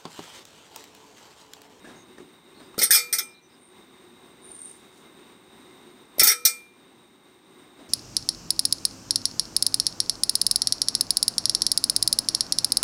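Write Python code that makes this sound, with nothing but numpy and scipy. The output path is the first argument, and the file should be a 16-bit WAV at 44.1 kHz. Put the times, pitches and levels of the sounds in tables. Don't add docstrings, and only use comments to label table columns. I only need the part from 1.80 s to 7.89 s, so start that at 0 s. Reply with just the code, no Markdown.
import sys
import numpy as np
from scipy import signal
from scipy.fft import rfft, irfft
from scipy.io import wavfile
from scipy.ndimage import uniform_filter1d

SR = 44100
rng = np.random.default_rng(int(sys.argv[2]) if len(sys.argv) > 2 else 0)


def dump(signal):
    limited = np.clip(np.atleast_2d(signal).T, -1, 1)
    pcm = np.round(limited * 32767).astype(np.int16)
    wavfile.write(sys.argv[1], SR, pcm)


N = 268569


def from_db(db):
    return 10 ** (np.asarray(db) / 20)


def unit(x):
    return x / np.sqrt(np.mean(x ** 2) + 1e-20)


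def spectrum(points, hz):
    point_hz, value = np.transpose(points)
    return np.interp(np.log(hz + 1), np.log(point_hz), value)


def bell(hz, centre_hz, width_hz):
    return np.exp(-((hz - centre_hz) / width_hz) ** 2)


def noise(size, colour):
    white = rfft(rng.standard_normal(size))
    return unit(irfft(white * colour(np.fft.rfftfreq(size, 1 / SR)), size))


def fade(t, rise_s, t60_s):
    return (1 - np.exp(-t / rise_s)) * from_db(-60 * t / t60_s)


def add(mix, start_s, sound):
    part = mix[max(round(start_s * SR), 0):][:len(sound)]
    part += sound[:len(part)]


# frequency_hz, relative_level_db
YARD_COLOUR = [(25, -30.5), (60, -14), (102, -10.5), (250, 1), (363, -1.5), (520, -8.5), (1100, -7.5),
               (1300, -11.5), (2760, -16.5), (4300, -21.5), (7700, -27), (9900, -34), (13600, -30),
               (16000, -26.5)]
# centre_hz, half_width_hz, boost_db
YARD_HUMPS = [(369.4, 35, 7), (647, 64, -3.5), (2100, 66, 6), (3750, 230, 14), (8636, 450, 17.5),
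              (9870, 420, -11)]


def yard(level_db=-52, waver_db=1.36):
    def colour(hz):
        humps_db = sum(db * bell(hz, centre, width) for centre, width, db in YARD_HUMPS)
        return from_db(spectrum(YARD_COLOUR, hz) + humps_db)
    air = noise(N, colour)
    waver = noise(N, lambda hz: bell(hz, 0, 6.8))
    return air * from_db(level_db + waver_db * waver)


# start_s, level_db (before the fade), t60_s, pitch_hz, pitch_boost_db
HANDLING_KNOCKS = [(0.042, -43, 0.36, 1670, 17.5), (0.068, -43.5, 0.67, 2120, 2),
                   (0.3821, -39, 0.039, 1800, 10), (0.395, -38, .25, 274, 12.5),
                   (0.795, -47, 0.36, 1673, 5), (0.943, -37.5, 0.045, 1144, 22.5),
                   (2.699, -48, .15, 905, 5), (5.981, -49, 0.59, 690, 6)]
# frequency_hz, relative_level_db
KNOCK_COLOUR = [(40, -21), (130, -11.5), (210, -4), (320, 2), (430, -7), (650, -8.5), (1700, -17.5),
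                (3000, -22.5), (9000, -28.5), (15000, -50)]


def bumps(width_hz=170, tick_share=.1, rise_share=0.013):
    out, t = np.zeros(N), np.arange(SR // 2) / SR
    for start_s, level_db, t60_s, pitch_hz, boost_db in HANDLING_KNOCKS:
        def colour(hz):
            return from_db(spectrum(KNOCK_COLOUR, hz) + boost_db * bell(hz, pitch_hz, width_hz))
        rise_s = rise_share * t60_s
        tick = .5 * fade(t, rise_s, t60_s * tick_share)
        add(out, start_s, from_db(level_db) * noise(len(t), colour) * (fade(t, rise_s, t60_s) + tick))
    return out


# start_s, length_s, mid_call_pitch_hz, level_db (at the top of the swell)
BIRD_CALLS = [(0.145, 0.11, 6430, -60), (0.742, 0.085, 4190, -57.5), (0.79, 0.11, 4850, -64),
              (1.47, .08, 5200, -56), (1.526, 0.087, 3960, -55), (1.61, .08, 5990, -62),
              (1.69, 0.087, 5000, -62.5), (1.775, 0.16, 8750, -57.5), (2.609, 0.33, 8970, -44.5),
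              (2.711, 0.28, 8800, -46)]


def birds(blur_hz=290, sag_hz_per_s=394):
    out = np.zeros(N)
    for start_s, length_s, pitch_hz, level_db in BIRD_CALLS:
        t = np.arange(int(length_s * SR)) / SR
        sinking_hz = pitch_hz - sag_hz_per_s * (t - length_s / 2)
        tone = np.sin(2 * np.pi * np.cumsum(sinking_hz) / SR)
        blurred = unit(tone * noise(len(t), lambda hz: bell(hz, 0, blur_hz)))
        swell = np.sin(np.pi * t / length_s)
        add(out, start_s, from_db(level_db) * blurred * swell)
    return out


def thud(t, level_db):
    corner_hz = 120 * from_db(np.clip(-14 - level_db, -10, 10))
    knock = noise(len(t), lambda hz: bell(hz, 330, 340) * hz ** 2 / (hz ** 2 + corner_hz ** 2))
    knock = knock * fade(t, 0.0016, .025)
    boom = noise(len(t), lambda hz: bell(hz, 290, 145)) * fade(t, 0.0082, .16)
    return from_db(level_db) * (knock + from_db(-16) * boom)


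# centre_hz, half_width_hz, relative_level_db
MODE_CROWDS = [ (424, 91, -9.5), (807, 60, -15.5), (1377, 110, -3.5), (2026, 464, 2), (3690, 440, -0.5),
               (4363, 250, -2), (5350, 580, 1.5), (6300, 510, 0), (7850, 170, -4.5), (8656, 340, 7.5),
               (10020, 460, -1.5), (10700, 260, -5.5), (11960, 350, 2.5), (14000, 870, -3),
               (14700, 410, -13), ]


def hollow(hz, base_db=-17, knee_hz=1400):
    spoon = from_db(base_db) * hz ** 2 / (hz ** 2 + knee_hz ** 2)
    return spoon + sum(from_db(db) * bell(hz, centre, width) for centre, width, db in MODE_CROWDS)


# frequency_hz, t60_s
CLATTER_DECAY = [(300, 0.29), (1500, 0.17), (4000, 0.14), (9000, 0.12), (15000, 0.1)]


def clatter(t, spot, linger, uneven_db=6.5, patch_hz=420, rise_s=0.0013):
    grid_hz = np.arange(0, SR / 2, patch_hz)
    patches_db = uneven_db * rng.standard_normal(len(grid_hz))

    def colour(hz):
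        return spot(hz) * hollow(hz) * from_db(np.interp(hz, grid_hz, patches_db))
    hz, at_s, bands = signal.stft(noise(len(t), colour), SR, nperseg=256)
    t60_s = linger * spectrum(CLATTER_DECAY, hz)[:, None]
    bands = bands * from_db(-60 * at_s / t60_s)
    return signal.istft(bands, SR, nperseg=256)[1][:len(t)] * (1 - np.exp(-t / rise_s))


# pitch_hz, relative_level_db, t60_s
METAL_MODES = [ (485, -29, .6), (861, -22, .17), (1290, -23, .48), (1325, -15, .28), (2110, -14, .2),
               (2386, -12.5, .5), (3079, -18, .19), (3542, -14, .19), (3700, -16, .2), (4533, -9, .21),
               (5116, -4.5, .16), (5511, -4, .145), (5687, -9, .155), (6244, -13, .2), (6780, -12, .18),
               (7765, -12, .2), (7913, -15, .18), (8131, -14, .17), (8440, -7.5, .22), (8490, -9, .19),
               (8748, -12, .17), (8880, -5, .15), (9991, -10, .16), (10862, -9, .16), (11946, -6.5, .14),
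               (12766, -11, .12), (13628, -12, .125), (14008, -9.5, .12), (14642, -11, .125),
               (15154, -9, .11), ]


def ring(t, spot, rise_s=.002):
    out = np.zeros(len(t))
    for k, (hz, level_db, t60_s) in enumerate(METAL_MODES):
        gain = (-1) ** k * from_db(level_db) * spot(hz)
        out += gain * np.sin(2 * np.pi * hz * t) * fade(t, rise_s, t60_s)
    return out


def shimmer(t, count=240, t60_at_1k_s=0.69, shortening=0.25):
    hz = np.linspace(1400, 15400, count) + rng.uniform(-25, 25, count)
    t60_s = t60_at_1k_s * (hz[:, None] / 1000) ** -shortening
    return hz, np.exp(2j * np.pi * hz[:, None] * t) * fade(t, 0.0033, t60_s)


def blow(t, overtone_hz, swings, ring_db, tilt_db, spot_hz=0, boost_db=0):
    def spot(hz, extra_tilt_db=0):
        octaves = np.log2((hz + 300) / 6500)
        return from_db((tilt_db + extra_tilt_db) * octaves + boost_db * bell(hz, spot_hz, 280))
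    random_phase = rng.standard_normal((len(overtone_hz), 2)) @ [1, 1j]
    share = spot(overtone_hz) * hollow(overtone_hz) * random_phase
    overtones = (share @ swings).real / np.linalg.norm(share)
    linger = from_db(0.31 * (ring_db + 2))
    modes = ring(t, lambda hz: spot(hz, -1))
    return clatter(t, spot, linger) + from_db(ring_db) * (modes + from_db(-18) * overtones)


# start_s, thud_level_db
CHUNK_LANDINGS = [(0.979, -20), (0.996, -33.5), (1.015, -27), (1.026, -23), (1.101, -27.5), (1.324, -34.5),
                  (4.382, -21.5), (4.399, -23), (4.416, -10.5), (4.438, -30), (4.648, -37)]
# start_s, clatter_level_db, ring_db (relative to the clatter),
# brightness_db_per_octave, spot_hz (pitch the struck spot favours), spot_boost_db
SPOON_STRIKES = [ (0.988, -20, -6, 3, 5750, 2), (1.015, -16, -6, 1, 4100, 9),
                 (1.031, -7.5, -16, 5, 8750, 9.5), (1.1065, -3, -9.5, 3, 8500, 4),
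                 (1.122, -8, -7, 3.5, 4970, 17.5), (1.134, -6.5, -11, 5, 1333, 5.5),
                 (1.146, -9.5, -1, 2.5, 11950, 9.5), (1.156, -10.5, -13.5, 3, 6000, 5),
                 (1.176, -19.5, -1, 2, 11300, 12.5), (1.3265, -10, -8.5, 4, 5700, 4.5),
                 (1.384, -11.5, -15.5, 2.5, 6110, 13.5), (1.427, -36.5, -13.5, 5, 8400, 20),
                 (4.395, -1, -12.5, 3.5, 5380, 8), (4.413, -14, -12, -3.5, 2240, 8.5),
                 (4.4325, 0, -11, 7, 14330, 5.5), (4.449, -20, 0.5, -1, 1380, 7),
                 (4.470, -4.5, -4.5, 3, 8700, -5), (4.481, -10.5, -3, 5.5, 5620, 15.5),
                 (4.497, -14.5, -9.5, -2, 4660, 13), (4.515, -7, -23, 3, 8240, -3),
                 (4.651, 0, -10, 5, 5640, 3.5), ]
# delay_s (before scatter), level_db (re the strike)
SPOON_REBOUNDS = [(.006, -7), (.017, -18)]


def chunks():
    jostle_db, jostle_ring_db, jostle_tilt_db = -9, -15.5, -2
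    rebound_ring_db = 3.5
    dulling = 0.2359
    scatter = .2
    out, t = np.zeros(N), np.arange(SR // 2) / SR
    overtones = shimmer(t)
    for start_s, level_db in CHUNK_LANDINGS:
        jostle = from_db(level_db + jostle_db) * blow(t, *overtones, jostle_ring_db, jostle_tilt_db)
        add(out, start_s, thud(t, level_db) + jostle)
    for start_s, level_db, ring_db, tilt_db, *spot in SPOON_STRIKES:
        add(out, start_s, from_db(level_db) * blow(t, *overtones, ring_db, tilt_db, *spot))
        for delay_s, drop_db in SPOON_REBOUNDS:
            duller_db = tilt_db + dulling * drop_db
            metal = blow(t, *overtones, ring_db + rebound_ring_db, duller_db, *spot)
            touch_s = start_s + delay_s * (1 + scatter * rng.uniform(-1, 1))
            add(out, touch_s, from_db(level_db + drop_db) * metal)
    return out


# start_s, length_s, level_db (at the top of the swell)
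FAINT_SLIDES = [(2.595, 0.54, -59), (3.1, 0.14, -61.5)]
# frequency_hz, relative_level_db
SLIDE_COLOUR = [(500, -4), (3500, -2), (6000, 0.5), (8800, 2), (10500, -1.5), (12000, -15), (16000, -7)]


def rustle(grain_db=1.5):
    level = np.zeros(N)
    for start_s, length_s, level_db in FAINT_SLIDES:
        swell = np.sin(np.linspace(0, np.pi, int(length_s * SR)))
        add(level, start_s, from_db(level_db) * swell)
    grain = from_db(grain_db * noise(N, lambda hz: bell(hz, 0, 90)))
    hiss = noise(N, lambda hz: from_db(spectrum(SLIDE_COLOUR, hz)))
    return level * grain * hiss


def scene():
    return (yard() + bumps() + birds() + chunks() + rustle())[None]


def record(dry, threshold_db=-15, squeeze=0.59, recovery_db_per_s=9.5, edge_hz=15700):
    power_db = 10 * np.log10(abs(uniform_filter1d(dry[0] ** 2, size=180)) + 1e-12)
    climb_db = np.arange(N) / SR * recovery_db_per_s
    peak_db = np.maximum.accumulate(power_db + climb_db) - climb_db
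    over_db = np.maximum(peak_db - threshold_db, 0)
    gain = from_db(-squeeze * uniform_filter1d(over_db, size=60))
    overloaded = np.tanh(dry * gain)
    low_pass = signal.firwin(401, edge_hz, window=("kaiser", 8), fs=SR)
    return signal.oaconvolve(overloaded, low_pass[None], "same")


dry = scene()
out = record(dry)
dump(out)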